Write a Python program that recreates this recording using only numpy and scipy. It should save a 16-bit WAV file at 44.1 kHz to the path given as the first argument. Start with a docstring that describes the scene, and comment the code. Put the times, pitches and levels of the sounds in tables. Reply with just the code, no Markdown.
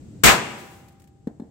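"""Sledgehammer on match heads

A hammer blow detonates a heap of match heads on a concrete floor. The crack overloads the microphone
and excites a hard room; the recorder's gain ducks and recovers slowly. Metal rings on in its normal
modes while the matches flare and sputter out. The hammer is then set down with three dull knocks."""
import sys
import numpy as np
from scipy import signal
from scipy.fft import rfft, irfft
from scipy.io import wavfile
from scipy.ndimage import uniform_filter1d

SR = 44100
rng = np.random.default_rng(int(sys.argv[2]) if len(sys.argv) > 2 else 0)


def generate_wav(signal):
    """Clip the signal to [-1, 1] and save it as 16-bit WAV at the path in sys.argv[1]."""
    frames = np.transpose(np.atleast_2d(signal))
    scaled = np.clip(frames, -1, 1) * 32767
    pcm = np.round(scaled).astype(np.int16)
    wavfile.write(sys.argv[1], SR, pcm)


N = 66150
T = np.arange(N) / SR
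FREQS = np.maximum(np.arange(N // 2 + 1) * SR / N, 1)
CONTACT_S, DETONATION_S = .2353, .2371

# Left-right coherence of the sound field: f/Hz, coherence
COHERENCE = [(40, .9), (150, 0.96), (350, 0.54), (800, 0.39), (2000, 0.04), (16000, .01)]
# Room rumble and microphone hiss: f/Hz, octave level/dB
BACKGROUND_SPECTRUM = [(25, -79.5), (45, -62.5), (70, -47), (130, -46.5), (280, -47.5), (500, -59.5),
                       (1000, -72.5), (2500, -72), (5500, -70), (8100, -66), (9500, -72.5), (16000, -75.5)]
# Direct blast: f/Hz, octave level/dB
BLAST_SPECTRUM = [(30, -23.5), (60, -5), (200, 2), (700, -3), (2000, 5.5), (4500, 1), (8000, 4.5),
                  (16000, 6.5)]
# Reverberation: f/Hz, early octave level/dB, early T60/s, late octave level/dB, late T60/s
ROOM_DECAY = [(30.64, -45.5, 0.24, -62.5, .8), (65, -26, 0.14, -31.5, 1.0), (139, -19, 0.8, -27.5, 1.9),
              (303.2, -17, 0.68, -21.5, 1.15), (594, -5, 0.27, -20, 1.05), (1089, 0, 0.29, -15.5, 0.88),
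              (2400, 3, 0.15, -10.5, 0.78), (3950, -4, 0.25, -21, 0.88), (8100, -10.5, .27, -22, .82),
              (16000, -21.5, .2, -34, .8)]
# Metal excited by the blow: f/Hz, level/dB, T60/s
METAL_MODES = [(355.3, -27, 1.55), (673, -18, .6), (787, -31, 2.2), (829, -32, 1.4), (931, -23, .85),
               (983, -16, .8), (1238, -36, 1.4)]
# Blast reflected by the walls: f/Hz, octave level/dB
ECHO_SPECTRUM = [(30, -22.5), (55, -3.5), (90, -12.5), (300, -5.5), (600, 0.5), (1200, 3.5), (2300, 6.5),
                 (4000, -1.5), (8000, -6.5), (16000, -8.5)]
# Burning match heads: f/Hz, octave level/dB
FLAME_SPECTRUM = [(500, -27), (2000, -5.5), (4000, -7), (8000, -3), (10500, 1), (13500, 0), (16000, 4)]
# Flares of the flame: t/s, duration/s, gain/dB
FLAME_FLARES = [(.42, 0.14, -46), (0.567, 0.044, -43.5), (0.687, 0.064, -51), (0.807, 0.032, -71)]
# Spits of the flame: t/s, gain/dB
FLAME_SPITS = [(0.8842, -44.5), (.9231, -55), (.9849, -71), (.9984, -48), (1.004, -64), (1.019, -50),
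               (1.0403, -50), (1.0742, -50)]
# Hammer meeting the floor: t/s, relative thud level/dB, click gain/dB, ring gain/dB
HAMMER_CONTACTS = [(1.2709, 2, 1.5, -3.5), (1.3976, -3.5, -8, -7.5), (1.4198, -10, -47, -13)]
# Contact click: f/Hz, octave level/dB
CLICK_SPECTRUM = [(60, -45), (250, -13), (500, -23), (850, -26), (1200, -41), (1800, -37), (2600, -52),
                  (3900, -50), (7800, -49), (15000, -51)]
# Steel head, damped by the floor: f/Hz, level/dB, T60/s
HEAD_MODES = [(3590, -48, 0.052), (4140, -47.5, 0.051), (7950, -53, 0.044), (11600, -53, .03),
              (15200, -55, .03)]
# Microphone response: f/Hz, left gain/dB, right gain/dB
MIC_RESPONSE = [(60, 1, -1.5), (308, 0, 0.2), (1000, 2.5, 0), (2400, 2, 0), (4000, 1, -1),
                (6000, 1.5, -1.5), (7700, 6.5, 1), (8320, 4, -1), (9300, -7, -4.5), (12000, -7.5, -0.5),
                (15500, -5.5, -4)]


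def from_db(db):
    """Amplitude ratio of a level in decibels."""
    return 10 ** (np.asarray(db) / 20)


def pan(db):
    """Level difference between the channels, positive to the left."""
    return from_db(db * np.array([[.5], [-.5]]))


def at_hz(points, hz, column=1):
    """Interpolation of a table column on a logarithmic frequency axis."""
    table = np.array(points)
    return np.interp(np.log(hz), np.log(table[:, 0]), table[:, column])


def burst(start, t60, hold=0, rise=1e-4):
    """Linear onset, with exponential decay from start + hold; times in seconds."""
    age = T - start
    return np.clip(age / rise, 0, 1) * 1000 ** (-np.maximum(age - hold, 0) / t60)


def pink(coherence_scale=1):
    """Spectrum of partially coherent stereo noise with unit power per octave."""
    coherence = np.clip(coherence_scale * at_hz(COHERENCE, FREQS), -1, 1)
    mid, side = rfft(rng.standard_normal((2, N)))
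    white = np.sqrt(1 + coherence) * mid + np.sqrt(1 - coherence) * side * [[1], [-1]]
    return white * np.sqrt(SR / (4 * np.log(2) * FREQS)) * (FREQS > 20)


def noise(spectrum, coherence_scale=1):
    """Spectral shaping of stereo noise to given octave levels."""
    return irfft(pink(coherence_scale) * from_db(at_hz(spectrum, FREQS)), N)


def background():
    """Stationary noise: the room rumbles and the microphone hisses."""
    return noise(BACKGROUND_SPECTRUM)


def crack():
    """Impulsive excitation: the heads are crushed, then detonate in a broadband blast."""
    blast = noise(BLAST_SPECTRUM, coherence_scale=-.26) * pan(5.5)
    crunch = from_db(-19) * burst(CONTACT_S, t60=.2) * (T < DETONATION_S)
    detonation = burst(DETONATION_S, t60=.2, hold=.021)
    return blast * (crunch / blast.std() + detonation)


def reverberation():
    """Double-slope decay: early and late reflections add in power in each third-octave band."""
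    field, tail = pink(), 0
    band = np.round(3 * np.log2(FREQS))
    for k in np.unique(band[FREQS > 20]):
        hz = 2 ** (k / 3)
        early_db, early_t60, late_db, late_t60 = (at_hz(ROOM_DECAY, hz, c) for c in (1, 2, 3, 4))
        early = from_db(early_db) * burst(DETONATION_S, early_t60, hold=.055, rise=.04)
        late = from_db(late_db) * burst(DETONATION_S, late_t60, hold=.055, rise=.04)
        tail = tail + irfft(field * (band == k), N) * np.hypot(early, late)
    return tail


def metal_ring():
    """Free vibration: lightly damped modes reach the two channels slightly out of phase."""
    ring = 0
    for hz, db, t60 in METAL_MODES:
        phase = 2 * np.pi * hz * T + rng.normal(0, .22, (2, 1))
        ring = ring + from_db(db) * burst(DETONATION_S, t60) * np.sin(phase)
    return ring


def wall_echo():
    """Reflection: the blast returns from the walls with less treble."""
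    return noise(ECHO_SPECTRUM, coherence_scale=.05) * burst(.270, t60=.074, hold=.025, rise=.002)


def flame():
    """Combustion noise: the matches flare with a hiss, then spit a few times."""
    flares = sum(from_db(db) * burst(start, t60=.61, hold=duration, rise=.027)
                 for start, duration, db in FLAME_FLARES)
    spits = sum(from_db(db) * burst(start, t60=.065) for start, db in FLAME_SPITS)
    return noise(FLAME_SPECTRUM) * np.hypot(flares, spits)


def hammer_knocks():
    """Damped impact: each contact gives a low thud, a click, brief reverberation and a ring of steel."""
    rise, hold = .00223, .0015
    thud, noise_envelope, ring = np.zeros(N), 0, 0
    for start, thud_db, click_db, ring_db in HAMMER_CONTACTS:
        thud[int(start * SR)] = from_db(thud_db)
        click = from_db(click_db) * burst(start, t60=.036, hold=hold, rise=rise)
        room_tail = from_db(thud_db - 18.5) * burst(start, t60=.37, rise=.026)
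        noise_envelope = noise_envelope + click + room_tail
        for hz, db, t60 in HEAD_MODES:
            envelope = from_db(ring_db + db) * burst(start, t60, hold, rise)
            ring = ring + envelope * np.sin(2 * np.pi * hz * (T - start))
    for _ in range(3):   # cascaded resonators round each impulse into a thud
        thud = resonate(thud, hz=215.3, width_hz=165)
    thud = -from_db(-7) * pan(1.5) * thud / np.abs(thud).max()
    return thud + noise(CLICK_SPECTRUM) * noise_envelope + ring


def resonate(x, hz, width_hz):
    """Second-order resonance with unit peak gain."""
    r = np.exp(-np.pi * width_hz / SR)
    feedback = [1, -2 * r * np.cos(2 * np.pi * hz / SR), r * r]
    return signal.lfilter(np.array([1, 0, -1]) * (1 - r * r) / 2, feedback, x + 1e-18)


def scene():
    """Superposition of all sources at the two microphones."""
    return background() + crack() + reverberation() + metal_ring() + wall_echo() + flame() + hammer_knocks()


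def gain_control(x, threshold_db=-7, release_db_per_s=2.5, window_s=.0018):
    """Limiting: the gain falls at once when mean power passes the threshold, then recovers slowly."""
    power = uniform_filter1d(np.mean(x ** 2, axis=0), int(window_s * SR))
    excess_db = np.maximum(10 * np.log10(np.maximum(power, 1e-12)) - threshold_db, 0)
    recovery_db = release_db_per_s * T
    return x * from_db(recovery_db - np.maximum.accumulate(excess_db + recovery_db))


def record(dry):
    """Saturation in the capsules, dispersion and colour in their ports, then limiting and a low-pass."""
    overload, port_hz, cutoff_hz = from_db(6.5), 2500, 15750
    saturated = overload * np.tanh(dry / overload)
    pole = np.exp(-2 * np.pi * port_hz / SR)
    dispersed = signal.lfilter([-pole, 1], [1, -pole], saturated)   # all-pass
    hz = np.maximum(np.arange(N + 1) * SR / (2 * N), 1)
    response = from_db([at_hz(MIC_RESPONSE, hz, column) for column in (1, 2)])
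    coloured = irfft(rfft(dispersed, 2 * N) * response)[:, :N]
    clipped = np.clip(gain_control(coloured), -1, 1)
    return signal.sosfilt(signal.ellip(10, .1, 70, cutoff_hz, fs=SR, output="sos"), clipped)


dry = scene()
out = record(dry)
generate_wav(out)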